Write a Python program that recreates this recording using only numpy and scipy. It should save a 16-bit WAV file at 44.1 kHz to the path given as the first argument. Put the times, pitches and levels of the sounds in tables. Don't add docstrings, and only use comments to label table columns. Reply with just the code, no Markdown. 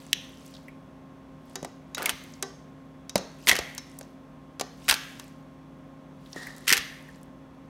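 import sys
import numpy as np
from scipy import signal
from scipy.fft import rfft, irfft, next_fast_len
from scipy.io import wavfile
from scipy.ndimage import map_coordinates

SR = 44100
rng = np.random.default_rng(int(sys.argv[2]) if len(sys.argv) > 2 else 0)


def wrap_up_sound(samples):
    columns = np.atleast_2d(samples).T
    tamed = np.clip(columns, -1, 1)
    steps = np.round(tamed * 32767).astype(np.int16)
    wavfile.write(sys.argv[1], SR, steps)


N = 339113
TOP_HZ = 15900

# start/s, end/s, crackle/dB, fibre f/Hz, low cut/Hz, shaft f/Hz, thump/dB
BITES = [(1.97, 2.04, -38, 1700, 350, 1650, -30), (2.04, 2.112, -37.5, 2300, 350, 2420, -40),
         (3.474, 3.522, -32, 2750, 600, 1970, -34), (3.528, 3.592, -49, 2260, 500, 1750, -35.5),
         (4.881, 4.933, -30.5, 2600, 700, 1650, -36), (6.669, 6.777, -35.5, 3500, 1500, 1890, -42)]


def amp(db):
    return 10 ** (np.asarray(db) / 20)


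def unit(x):
    return x / np.sqrt(np.mean(x ** 2, axis=-1, keepdims=True) + 1e-20)


def blow(x):
    return unit(x) * np.sqrt(.004 * SR / x.shape[-1])


def along(points, hz):
    f, v = np.transpose(points)
    return np.interp(np.log(hz + 1), np.log(f + 1), v)


def columns(rows):
    return np.array(rows, float).T[:, :, None]


def wobble(rate_hz):
    knots = rng.standard_normal(int(N * rate_hz / SR) + 4)
    return map_coordinates(knots, [np.arange(N) * rate_hz / SR])


def colour(x, points):
    size = 2 * next_fast_len(x.shape[-1] // 2 + 4096)
    gain = amp(along(points, np.fft.rfftfreq(size, 1 / SR)))
    cepstrum = irfft(np.log(gain))
    cepstrum[1:size // 2] *= 2
    cepstrum[size // 2 + 1:] = 0
    return irfft(rfft(x, size) * np.exp(rfft(cepstrum)), size)[..., :x.shape[-1]]


def band(x, lo_hz, hi_hz, order=3):
    sos = signal.butter(order, [lo_hz, min(hi_hz, SR / 2 - 1000)], "band", fs=SR, output="sos")
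    return signal.sosfilt(sos, x)


def burst(at_s, rise_s, t60_s):
    t = np.arange(SR // 20) / SR
    noise = rng.standard_normal((len(at_s), len(t)))
    return noise * (1 - np.exp(-(t / rise_s) ** 2)) * amp(-60 * t / t60_s)


def ring(at_s, modes, scatter_db, detune):
    t = np.arange(SR // 3) / SR
    hz, db, t60_s = columns(modes)
    rings = []
    for _ in at_s:
        strength, shift = rng.standard_normal((2, len(modes), 1))
        decay = amp(db + scatter_db * strength - 60 * t / t60_s)
        rings.append(np.sum(decay * np.sin(2 * np.pi * hz * (1 + detune * shift) * t), axis=0))
    return blow(np.array(rings) * (1 - np.exp(-t / .00087)))


def place(at_s, sounds):
    index = np.round(np.abs(at_s) * SR).astype(int) + np.arange(sounds.shape[1])
    return np.bincount(index.ravel(), sounds.ravel(), N)[:N]


def grains(at_s, hz, spread, cycles, size_db):
    t = np.arange(SR // 200) / SR
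    pitch_hz = np.clip(hz * np.exp(spread * rng.standard_normal(at_s.shape)), 200, TOP_HZ)
    size = amp(size_db * np.minimum(rng.exponential(size=at_s.shape), 3))
    return place(at_s, size * np.sin(2 * np.pi * pitch_hz * t) * np.exp(-pitch_hz * t / cycles))


def stroke(start_s, end_s, db, rise_db_per_s, sag_db_per_s, fall_db_per_s):
    t = np.arange(N) / SR
    before_db = rise_db_per_s * np.maximum(start_s - t, 0)
    during_db = sag_db_per_s * np.clip(t - start_s, 0, end_s - start_s)
    after_db = fall_db_per_s * np.maximum(t - end_s, 0)
    return amp(db - before_db - during_db - after_db)


def machine():
    hum = [(59.2, -64.5), (152, -55.5), (192, -62), (238, -62.5), (267, -52.5), (533, -63), (624, -68.5),
           (1067, -65), (3397, -81.5), (5566, -87.5), (6272, -86)]
    air = [(15, -46.5), (25, -14.5), (102, -10), (153, -5.5), (212, -5.5), (263, -7), (317, -8.5),
           (476, -14.5), (531, -14.5), (591, -13.5), (1070, -17.5), (1400, -22), (3430, -33), (4870, -39.5),
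           (16000, -51)]
    t = np.arange(N) / SR
    out = amp(-52.5) * unit(colour(rng.standard_normal(N), air))
    for hz, db in hum:
        drift_rad = .51 * wobble(7) + .27 * wobble(30)
        out += amp(db + .66 * wobble(11)) * np.sqrt(2) * np.sin(2 * np.pi * hz * t + drift_rad)
    return out


def flesh():
    strokes = [(0, 0.338, -52.5), (0.455, 0.563, -55), (1.50, 1.66, -60), (2.05, 2.35, -51.5),
               (3.44, 3.99, -51), (4.862, 5.242, -48.5), (6.258, 6.33, -62.5), (6.378, 6.47, -54),
               (6.66, 7.149, -53)]
    slide = sum(stroke(*row, rise_db_per_s=140.5, sag_db_per_s=16.5, fall_db_per_s=97.5)
                for row in strokes)
    fizz = grains(rng.random((22000, 1)) * N / SR, hz=6200, spread=.5, cycles=4, size_db=2.5)
    ticks = grains(rng.random((420, 1)) * N / SR, hz=9500, spread=.35, cycles=2, size_db=5)
    return slide * (amp(-5.5) * unit(fizz) + amp(-12.5) * unit(ticks))


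def jaw_snap():
    snap = (0.1305, -15, -23.5)
    spectrum = [(300, -37.5), (1300, -31.5), (1750, -0.5), (2250, -6), (3000, 5), (3900, 0), (4600, -10.5),
                (6400, -2.5), (7000, -24), (9800, -13.5), (10400, -18.5), (11200, -10.5), (12200, -14.5),
                (16000, -20.5)]
    at_s, click_db, chatter_db = columns([snap])
    chatter = band(burst(at_s, rise_s=.00057, t60_s=.01), 2000, 8000, order=2)
    click = colour(signal.unit_impulse(chatter.shape[1], SR // 4000), spectrum)
    return place(at_s, amp(click_db) * blow(click) + amp(chatter_db) * blow(chatter))


def smacks():
    events = [(.463, -51.5, 8000), (.538, -49, 4400), (.549, -47, 4130), (.565, -48.5, 3950),
              (.680, -42.5, 2190), (2.028, -33, 12000), (2.058, -23, 12000), (2.238, -50.5, 10000),
              (2.337, -47.5, 5500), (2.425, -27.5, 6780), (3.464, -44.5, 9000), (3.749, -43, 8950),
              (3.988, -39, 9500), (4.029, -51, 5480), (4.819, -55.5, 3300), (6.259, -52.5, 3380),
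              (6.329, -39, 4830), (6.466, -34.5, 1894), (6.564, -50.5, 9000), (6.581, -49, 9000),
              (7.083, -45, 1750), (7.231, -54.5, 9000)]
    rise_cycles, t60_cycles, broaden_hz = 5, 79, 18000
    at_s, db, hz = columns(events)
    puffs = burst(at_s, rise_s=rise_cycles / hz, t60_s=t60_cycles / hz)
    width = 1 + hz / broaden_hz
    tuned = [band(puff, f / w, f * w, order=2) for puff, f, w in zip(puffs, hz[:, 0], width[:, 0])]
    return place(at_s, amp(db) * blow(np.array(tuned) + amp(-27.5) * puffs))


def contacts():
    hits = [(1.5556, -35, -43.5, -34.5, -35), (1.628, -47.5, -31.5, -49, -44),
            (1.6468, -40.5, -32.5, -45, -41.5), (1.9472, -35.5, -53, -29.5, -69),
            (2.4258, -31, -36, -40, -29), (3.0943, -38.5, -59, -40, -56), (3.1562, -22.5, -18.5, -30, -35),
            (3.1785, -36, -38, -41, -53), (3.5245, -34.5, -28, -40, -30.5), (3.5885, -29.5, -25, -48, -42),
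            (3.779, -36, -56, -33.5, -60), (4.0105, -46.5, -40.5, -61.5, -54.5),
            (4.5963, -33.5, -38, -46, -40), (4.6103, -29, -26.5, -41, -34.5),
            (5.1965, -41, -47, -58.5, -48), (6.361, -55.5, -36, -61.5, -51.5), (6.717, -52, -31, -46, -28)]
    blade_modes = [(3149, -14, 0.018), (3850, -3, 0.057), (4500, -6.5, 0.022), (5366, -4, 0.03),
                   (5350, -20, 0.28), (6019, -1, 0.039), (6270, -6, 0.022), (6720, 1.5, 0.028),
                   (8866, -13.5, 0.022)]
    bowl_modes = [(254, -9, .1), (391, -2, 0.26), (400, -2, 0.078), (479, -3, 0.21), (610, -10, .09),
                  (712, -4.5, 0.15), (800, -0.5, .14), (1045, -2.5, 0.1), (1167, -4.5, 0.27),
                  (1540, -5, 0.13), (1790, -9, 0.13), (1930, -13.5, 0.33)]
    usual_click_db, padding_db_per_octave = -34.5, 18
    at_s, click_db, knock_db, blade_db, bowl_db = columns(hits)
    tick_db = -35 + .95 * (click_db - usual_click_db)
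    knock_hz = 654 * 2 ** ((click_db - knock_db) / padding_db_per_octave)
    click = amp(click_db) * blow(band(burst(at_s, rise_s=.00063, t60_s=.024), 910, 7000))
    tick = amp(tick_db) * blow(band(burst(at_s, rise_s=.0008, t60_s=.0076), 3900, 9000, order=1))
    pushes = burst(at_s, rise_s=.0013, t60_s=.0073)
    padded = [band(push, hz / 1.7, hz * 1.51, order=2) for push, hz in zip(pushes, knock_hz[:, 0])]
    knock = amp(knock_db) * blow(np.array(padded))
    blade = amp(blade_db) * ring(at_s, blade_modes, scatter_db=4, detune=.012)
    bowl = amp(bowl_db) * ring(at_s, bowl_modes, scatter_db=2, detune=.015)
    return place(at_s, click + tick + knock) + place(at_s, blade + bowl)


def bumps():
    pushes = [(1.628, -33), (3.1562, -19.5), (3.5245, -31), (6.359, -37.5)]
    thud_modes = [(95.4, -12.5, 0.07), (195, 7, 0.068), (260, -7.5, 0.11), (402, -5, 0.028),
                  (584, 10.5, 0.03)]
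    at_s, db = columns(pushes)
    return place(at_s, amp(db) * ring(at_s, thud_modes, scatter_db=1, detune=.015))


def crunch():
    out = np.zeros(N)
    for start_s, end_s, db, hz, low_cut_hz, *_ in BITES:
        at_s = start_s + (end_s - start_s) * rng.random((300, 1))
        fibres = band(grains(at_s, hz, spread=.8, cycles=1.1, size_db=.5), low_cut_hz, 16000)
        out += amp(db) * unit(fibres) * np.sqrt((end_s - start_s) * SR / N)
    return out


def fractures():
    cracks = [(1.9805,-30.5,0.5), (2.021,-31,0.6), (2.0575,-25,.1), (2.0605,-24,.9), (2.0932,-20.5,0.04),
              (2.0998,-32.5,0.1), (3.4715,-20,.55), (3.4795,-19,0.07), (3.4865,-14,0), (3.4936,-12,0.14),
              (3.4975,-23.5,0.2), (3.5137,-13.5,0.8), (3.5305,-28,.3), (3.554,-26.5,0.15),
              (3.5643,-28.5,.1), (4.8818,-25.5,0.3), (4.888,-18,0.06), (4.8942,-17,0.27),
              (4.8971,-15.5,0.04), (4.9103,-14.5,0.25), (4.9252,-25,0.2), (4.9404,-24.5,0),
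              (6.678,-23.5,.05), (6.6806,-20.5,.1), (6.6864,-24,0), (6.6929,-19,0), (6.7028,-15.5,0.4),
              (6.7134,-19,0.62), (6.7256,-12,0.1), (6.7323,-14.5,0.33), (6.7432,-28,.1), (6.7685,-26,0),
              (6.7765,-24,0.13)]
    bone = [(100, -21.5), (700, -4), (1200, -6), (1850, -4), (2400, -2.5), (3100, -1), (4500, -5.5),
            (6300, -8.5), (7300, -10), (9700, -6.5), (10400, -16.5), (11300, -7), (12300, -10.5),
            (16000, -18.5)]
    usual_snap_db, shaft_scatter = -21, .07
    at_s, db, share = columns(cracks)
    start_s, end_s, *_, shaft_hz, usual_thump_db = columns(BITES)
    bite = np.argmin(np.maximum(start_s.T - at_s, at_s - end_s.T), axis=1)
    hz = shaft_hz[bite] * (1 + shaft_scatter * rng.standard_normal(at_s.shape))
    hiss_gain = amp(-3.5 - 10 * share)
    thump_db = usual_thump_db[bite] + .5 * (db - usual_snap_db)
    t = np.arange(SR // 20) / SR
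    split = burst(at_s, rise_s=.0005, t60_s=.008)
    splinters = amp(-18) * burst(at_s, rise_s=.0014, t60_s=.057)
    crack = colour(split + splinters, bone)
    snap = blow(band(crack, 1300, 6000, order=4))
    shaft = blow(np.sin(2 * np.pi * hz * t) * (1 - np.exp(-t / .0014)) * np.exp(-hz * t / 3))
    hiss = blow(band(crack, 5100, 17000))
    thump = blow(band(burst(at_s, rise_s=.00082, t60_s=.0048), 200, 1400, order=2))
    breaks = np.sqrt(1 - share) * snap + np.sqrt(share) * shaft + hiss_gain * hiss
    return place(at_s, amp(db) * breaks + amp(thump_db) * thump)


def jolts():
    jerks = [(2.125, -41), (3.508, -35.5), (3.590, -34), (4.901, -36.5), (6.780, -40)]
    push_hz, rise_s, t60_s = 62, .004, .075
    at_s, db = columns(jerks)
    t = np.arange(SR // 8) / SR
    push = np.sin(2 * np.pi * push_hz * t) * (1 - np.exp(-t / rise_s)) * amp(-60 * t / t60_s)
    return place(at_s, amp(db) * blow(push))


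def rasp():
    skid = (6.372, 6.66, -40.5)
    spectrum = [(300, -6), (1550, -6.5), (1880, 7.5), (2200, -12.5), (2900, -15.5), (3900, -7), (7000, -15),
                (9500, -19), (16000, -32.5)]
    friction = rng.standard_normal(N) * amp(2.7 * wobble(260) + 2.3 * wobble(62))
    gain = stroke(*skid, rise_db_per_s=625.5, sag_db_per_s=66, fall_db_per_s=598.5)
    return gain * unit(colour(friction, spectrum))


def cutting():
    return flesh() + smacks() + contacts() + bumps() + crunch() + fractures() + rasp()


def room(x, early_db, tail_db):
    decay = [(300, 0.37), (800, 0.4), (2000, 0.78), (5500, 0.49), (14000, 0.78)]
    spectrum = [(100, 5.5), (1000, 3), (2500, -1.5), (6200, 1), (7800, -11), (16000, -13)]
    hz, frame_s, noise = signal.stft(rng.standard_normal(SR), SR, nperseg=256)
    fade = amp(along(spectrum, hz)[:, None] - 60 * frame_s / along(decay, hz)[:, None])
    tail = signal.istft(noise * fade * (1 - np.exp(-frame_s / .0061)), SR, nperseg=256)[1]
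    t = np.arange(len(tail)) / SR
    early = band(rng.standard_normal(len(t)), 430, 6900, order=1) * amp(-60 * t / .022) * (t > .002)
    response = amp(early_db) * early / np.linalg.norm(early) + amp(tail_db) * tail / np.linalg.norm(tail)
    return signal.fftconvolve(x, response)[:N]


def scene():
    direct = machine() + cutting() + jaw_snap() + jolts()
    reflected = np.zeros(N)
    for _ in range(2):
        sideways = cutting() + amp(-3) * jaw_snap()
        reflected += room(sideways, early_db=-15.5, tail_db=-18.5)
    return (direct + reflected)[None]


def record(dry):
    thin = signal.sosfilt(signal.butter(3, 36, "high", fs=SR, output="sos"), dry)
    rounded = thin / (1 + np.abs(thin) ** 6) ** (1 / 6)
    return signal.sosfiltfilt(signal.butter(24, TOP_HZ, fs=SR, output="sos"), rounded)


dry = scene()
out = record(dry)
wrap_up_sound(out)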